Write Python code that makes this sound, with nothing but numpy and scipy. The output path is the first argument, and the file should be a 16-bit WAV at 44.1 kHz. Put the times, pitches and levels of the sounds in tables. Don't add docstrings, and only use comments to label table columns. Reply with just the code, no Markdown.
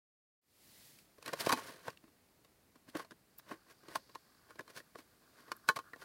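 import sys
import numpy as np
from scipy import signal
from scipy.fft import rfft, irfft, next_fast_len
from scipy.io import wavfile
from scipy.ndimage import uniform_filter1d

SR = 44100
rng = np.random.default_rng(int(sys.argv[2]) if len(sys.argv) > 2 else 0)


def generate_wav(sig):
    pcm = np.round(np.clip(np.atleast_2d(sig).T, -1, 1) * 32767).astype(np.int16)
    wavfile.write(sys.argv[1], SR, pcm)


N = 266364
TIME = np.arange(N) / SR
AGE = TIME[:SR // 5]

# start_s, level_db, pitch_hz, hardness_db, ring_share
CLACKS = [(0.987, -73, 1500, 16, .5), (1.226, -54.5, 1080, 3.5, .35), (1.26, -47, 1680, 5, 0.96),
          (1.29, -41, 1550, -12, 0.64), (1.463, -37.5, 1100, 2, 0.83), (1.4925, -25, 1170, -7, 1),
          (1.505, -29, 1100, -15, 0.56), (1.519, -29, 940, -5.5, 0.88), (1.525, -25.5, 1250, -2.5, 0.31),
          (1.533, -26.5, 880, -8, 1), (1.573, -42.5, 1100, -4.5, .8), (1.588, -39.5, 1000, -10, 0.78),
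          (1.88, -37.5, 800, -19, 0.53), (1.902, -56, 950, 3.5, 0.42), (2.447, -68, 1100, 5, 0.66),
          (2.996, -39.5, 1180, -11.5, 0.54), (3.109, -53, 1510, -1, 0.28), (3.118, -56, 1660, -8, 0.65),
          (3.514, -43.5, 1100, -17, 1), (3.956, -29.5, 1056, -7.5, 0.43), (4.15, -53, 1100, 1, .4),
          (4.155, -40.5, 1020, -12.5, 0.52), (4.506, -52, 1420, -8, 1), (4.5922, -40.5, 1670, -12, 0.6),
          (4.678, -55, 1160, -3.5, 0.83), (4.773, -45.5, 1720, -3, 0.97), (4.802, -50.5, 1850, -22, 0.53),
          (4.955, -49.5, 1250, -14, 0.37), (5.5175, -33, 1260, -6, 0.47), (5.6881, -18.5, 1340, -8, 0.95),
          (5.695, -21.5, 1300, -25, .95), (5.761, -42.5, 1110, -1, 0.65), (5.767, -34.5, 1100, -10, 0.64),
          (5.789, -37.5, 1120, -10.5, 1), (5.934, -42, 2000, -18, .5), (6.019, -48, 1440, -9.5, .95)]
# start_s, level_db, pitch_hz, hardness_db
THUDS = [(1.183, -57, 465, -9), (1.279, -40.5, 324, -0.5), (1.333, -33, 586, -5), (1.469, -29, 487, -21),
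         (1.505, -37, 330, -12), (1.526, -28, 276, -13.5), (1.88, -37, 760, -11.5), (2.039, -53, 310, -17),
         (2.079, -60.5, 350, -13), (2.757, -57.5, 280, -7), (2.884, -51.5, 268, -22),
         (2.952, -32.5, 320, -16.5), (3.047, -56.5, 650, -4), (3.118, -52.5, 310, -11),
         (3.514, -40, 430, -19), (3.53, -46.5, 347, -16), (3.835, -58.5, 380, -8),
         (3.884, -48.5, 333, -5.5), (3.955, -41, 600, -16), (4.094, -57, 410, -7), (4.556, -56, 430, -6.5),
         (4.593, -47.5, 440, -12), (4.607, -46.5, 435, -9), (4.955, -47, 450, -15),
         (4.987, -51.5, 270, -3.5), (5.77, -41, 610, -18), (5.96, -53, 565, -9)]
# middle_s, level_db, grit_offset_db, half_length_s
RUBS = [(1.275, -54, -7, 0.023), (1.409, -46.5, 6, 0.021), (1.578, -49, -2, 0.019), (1.681, -53, -1, 0.027),
        (1.874, -52.5, -6, 0.032), (2.894, -66, 4, 0.017), (2.969, -48, -7.5, 0.017), (3, -52, -6.5, 0.036),
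        (3.396, -62.5, 3.5, 0.0074), (3.513, -54.5, -5.5, 0.041), (3.707, -62, -1.5, 0.024),
        (3.924, -56.5, -5.5, 0.056), (3.967, -54, 1, 0.014), (4.501, -64, -3.5, 0.022),
        (4.703, -57, -5, 0.013), (4.774, -56, 4, 0.027), (4.993, -62, 2, 0.025), (5.4, -66.5, -5, 0.071),
        (5.487, -59.5, -12, 0.016), (6.024, -62.5, 0.5, 0.041)]
# time_s, level_db
DRAG_CURVE = [(1.2, -76), (1.27, -55), (1.36, -56), (1.44, -45), (1.56, -49), (1.71, -54.5), (1.79, -60),
              (1.95, -68.5)]
# time_s, chafe_db, rasp_db
STIR_CURVE = [(3.3, -82, -86), (3.65, -71, -83), (4.0, -80.5, -73), (4.35, -70, -82), (5.1, -78, -93),
              (5.42, -64, -76), (6.04, -65, -93)]
# middle_s, level_db, pitch_hz, half_length_s
SQUEAKS = [(1.974, -54.5, 2920, .002), (3.386, -49.5, 14400, .005), (5.567, -57, 13100, .0026)]
# time_s, level_db
HISS_CURVE = [(0.4, -70.5), (0.86, -61), (1.0, -67), (1.08, -73.5), (3.1, -76), (4.0, -74), (6.04, -72.5)]

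# pitch_hz, level_db, t60_s
SHELL_MODES = [(878, -2.5, 0.052), (965, 0, 0.04), (1080, 2, 0.073), (1193, -3.5, 0.06),
               (1439, -3.5, 0.073), (1528, 0, 0.038), (1681, -4, 0.052), (1757, -3.5, 0.05),
               (1911, -4, 0.058)]
# pitch_hz, level_db, t60_s
BRASS_MODES = [(2239, -2, 0.038), (2523, -0.5, 0.044), (3077, -2.5, 0.061), (3116, -6, 0.056),
               (3423, -11, 0.061), (3510, -18, 0.022), (4030, 0.5, 0.053), (4640, -6, 0.03)]
# pitch_hz, level_db, t60_s
BOX_MODES = [(226, -14.5, 0.25), (246.7, -1, 0.094), (312.4, -1, 0.087), (338, -3.5, 0.084),
             (411.6, -9.5, 0.067), (477.7, -9.5, 0.096), (565, -7.5, 0.065), (653, -1, 0.052)]

# frequency_hz, level_db
TICK_EQ = [(2500, -14), (4200, 2.5), (5800, -1), (8500, -6.5), (11500, -6), (16000, -18.5)]
# frequency_hz, level_db
RUB_EQ = [(59, -41), (100, -7.5), (161, -6), (235, -7.5), (328, -5), (472, -4), (698, -4.5), (784, -17),
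          (906, -9), (1420, -13), (1570, -7), (2390, -18), (3200, -22.5), (4160, -51), (7040, -120)]
# frequency_hz, level_db
GRIT_EQ = [(1470, -1), (2500, -4.5), (3210, -4.5), (4580, -2.5), (7420, -10.5), (9510, -8), (16000, -15)]
# frequency_hz, level_db
AIR_EQ = [(25, -16), (45, -3.5), (100, 0), (300, -1.5), (600, -7), (2500, -15.5)]
# frequency_hz, level_db
HISS_EQ = [(1900, -8.5), (2400, -11), (3200, -10.5), (4400, -6), (6000, -10.5), (12000, -9.5),
           (16000, -11.5)]


def knocks():
    hits, skid_rub, skid_grit = np.zeros((3, N))
    bright = coloured(noise(), TICK_EQ)
    middle_s = AGE[-1] / 2
    skid = swell(middle_s + 0.0027, 0.0075)[:len(AGE)]
    blows = [clack(*row) for row in CLACKS] + [thud(*row) for row in THUDS]
    for k, (start_s, shell_db, shell_hz, box_db, box_hz, brass_db, share, softness) in enumerate(blows):
        pinch = np.clip(1 - share, 0, 1)
        shell = from_db(shell_db - 3) * ring(
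            SHELL_MODES, share, shell_hz, focus_db=21, contact_s=0.00064 * softness, detune=.05 * pinch)
        box = from_db(box_db - 4.5) * ring(
            BOX_MODES, share, box_hz, focus_db=23.5, contact_s=0.0009 * softness, detune=.08 * pinch)
        brass = from_db(brass_db - 6) * ring(
            BRASS_MODES, share * 1.02, 3370, focus_db=-8, contact_s=0.00059 * softness, detune=.3 * pinch)
        fizz = np.roll(bright, k * len(AGE) // 2)[:len(AGE)]
        add(hits, start_s, shell + box + brass + from_db(brass_db - 7) * tick(fizz, share, softness))
        add(skid_rub, start_s - middle_s, from_db(box_db - 7) * skid)
        add(skid_grit, start_s - middle_s, from_db(brass_db - 11.5) * skid)
    return hits + friction(skid_rub, skid_grit)


def clack(start_s, level_db, pitch_hz, hardness_db, ring_share):
    typical_db, box_hz, softness = -38, 464, 1
    box_db = -48 + 0.63 * (level_db - typical_db)
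    return start_s, level_db, pitch_hz, box_db, box_hz, level_db + hardness_db, ring_share, softness


def thud(start_s, level_db, pitch_hz, hardness_db):
    shell_hz, ring_share, softness = 1090, 0.66, 1.56
    shell_db = level_db - 2.5 + 0.46 * hardness_db
    return start_s, shell_db, shell_hz, level_db, pitch_hz, level_db + hardness_db, ring_share, softness


def ring(modes, ring_share, centre_hz, focus_db, contact_s, detune):
    hz, db, t60 = np.transpose(modes)[:, :, None]
    hz = hz * np.exp(detune * rng.uniform(-1.08, 1, hz.shape))
    db = db - focus_db * np.abs(np.log2(hz / centre_hz)) + rng.normal(0, 1.5, hz.shape)
    decay = from_db(-60 * AGE / (t60 * max(ring_share, .1)))
    phase = rng.uniform(0, 2 * np.pi, hz.shape)
    tone = np.sum(from_db(db) * decay * np.sin(2 * np.pi * hz * AGE + phase), axis=0)
    return unit_burst(tone * (1 - np.exp(-AGE / contact_s)))


def tick(fizz, ring_share, softness):
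    attack = 1 - np.exp(-AGE / (0.00055 * softness))
    crack = np.exp(-AGE / 0.0012)
    buzz = from_db(-15.5) * np.exp(-AGE / (.012 * max(ring_share, .1)))
    return unit_burst(attack * (crack + buzz) * fizz)


def rubs():
    card, grit = sum(from_db([db, db + grit_db])[:, None] * swell(middle_s, half_s)
                     for middle_s, db, grit_db, half_s in RUBS)
    singing = from_db(-4.5) * card * grazes(SHELL_MODES, per_s=980, spread_db=2.5, ring_share=0.46)
    return singing + friction(from_db(-0.5) * card, from_db(-0.05) * grit)


def drag():
    pull, = gains(DRAG_CURVE)
    jiggle = from_db(-7.5) * pull * grazes(SHELL_MODES, per_s=280, spread_db=0, ring_share=0.5)
    jingle = from_db(-15.5) * pull * grazes(BRASS_MODES, per_s=1800, spread_db=7, ring_share=1.6)
    return friction(from_db(-3.5) * pull, from_db(-5) * pull) + jiggle + jingle


def stir():
    low, high = gains(STIR_CURVE)
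    fits = unit_rms(from_db(4 * wander(per_s=25)))
    chafe = grazes(SHELL_MODES[3:7], per_s=1800, spread_db=4, ring_share=.45)
    rasp = grazes(BRASS_MODES[-1:], per_s=6000, spread_db=4, ring_share=.1)
    nudges = grazes(BOX_MODES + SHELL_MODES, per_s=90, spread_db=1.5, ring_share=.6)
    return low * (from_db(-5) * fits * chafe + from_db(-7.5) * nudges) + from_db(1.5) * high * rasp


def squeaks():
    out = np.zeros(N)
    for middle_s, db, hz, half_s in SQUEAKS:
        thin = signal.lfilter(*signal.iirpeak(hz, Q=5, fs=SR), noise())
        out += from_db(db) * swell(middle_s, half_s) * unit_rms(thin)
    return out


def friction(rub_gain, grit_gain):
    rub = coloured(slips(per_s=3000, spread_db=3.5), RUB_EQ)
    grit = coloured(slips(per_s=9000, spread_db=0.5), GRIT_EQ)
    return rub_gain * rub + grit_gain * grit


def grazes(modes, per_s, spread_db, ring_share):
    clicks, out = slips(per_s, spread_db) + 1e-18, 0
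    for k, (hz, db, t60) in enumerate(modes):
        radius = from_db(-60 / (t60 * max(ring_share, .1) * SR))
        poles = [1, -2 * radius * np.cos(2 * np.pi * hz / SR), radius ** 2]
        out = out + (-1) ** k * from_db(db) * signal.lfilter([1, 0, -1], poles, clicks)
    return unit_rms(out)


def slips(per_s, spread_db):
    sizes = from_db(spread_db * np.minimum(rng.exponential(1, N), 4))
    catch = from_db(2.5 * wander(per_s=160))
    return (rng.random(N) < per_s / SR) * sizes * catch * rng.choice([-1, 1], N)


def night_air():
    hiss, = gains(HISS_CURVE)
    hiss_rest_db, fade_start_s, fade_s = -75, .41, .25
    air = from_db(-72.5) * (hiss / from_db(hiss_rest_db)) ** 0.22
    fade = np.clip((TIME - fade_start_s) / fade_s, 0, 1)
    return fade * (air * coloured(noise(), AIR_EQ) + hiss * coloured(noise(), HISS_EQ))


def coloured(x, eq):
    hz, db = np.transpose(eq)
    size = next_fast_len(N)
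    bins_hz = np.maximum(np.fft.rfftfreq(size, 1 / SR), 1)
    skirts = np.minimum(1, np.minimum(bins_hz / hz[0], hz[-1] / bins_hz)) ** 4
    curve = from_db(np.interp(np.log(bins_hz), np.log(hz), db))
    return unit_rms(irfft(rfft(x, size) * skirts * curve, size)[:N])


def swell(middle_s, half_length_s):
    return 1 / np.cosh(np.minimum(np.abs(TIME - middle_s) * 2 / half_length_s, 30))


def gains(curve):
    time_s, *columns = np.transpose(curve)
    return [from_db(np.interp(TIME, time_s, db, left=-200, right=-200)) for db in columns]


def wander(per_s):
    return unit_rms(uniform_filter1d(noise(), size=SR // per_s))


def noise():
    return rng.standard_normal(N)


def add(track, start_s, sound):
    start = int(start_s * SR)
    track[start:start + len(sound)] += sound[:max(N - start, 0)]


def from_db(db):
    return 10 ** (np.asarray(db) / 20)


def unit_rms(x):
    return x / np.sqrt(np.mean(x ** 2) + 1e-20)


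def unit_burst(x):
    return x / np.sqrt(uniform_filter1d(x ** 2, 256, mode="constant").max() + 1e-20)


def scene():
    near = knocks() + rubs() + drag() + stir() + squeaks()
    near = signal.sosfilt(signal.butter(2, 105, "high", fs=SR, output="sos"), near)
    scatter = rng.standard_normal(len(AGE)) * np.exp(-AGE / 0.0089) * (AGE > .004)
    echo = signal.fftconvolve(near, scatter / np.linalg.norm(scatter))[:N]
    mono = near + from_db(-21) * echo + night_air()
    return np.array([mono, mono])


def record(dry):
    return signal.sosfilt(signal.ellip(10, .2, 70, 15900, fs=SR, output="sos"), dry)


dry = scene()
out = record(dry)
generate_wav(out)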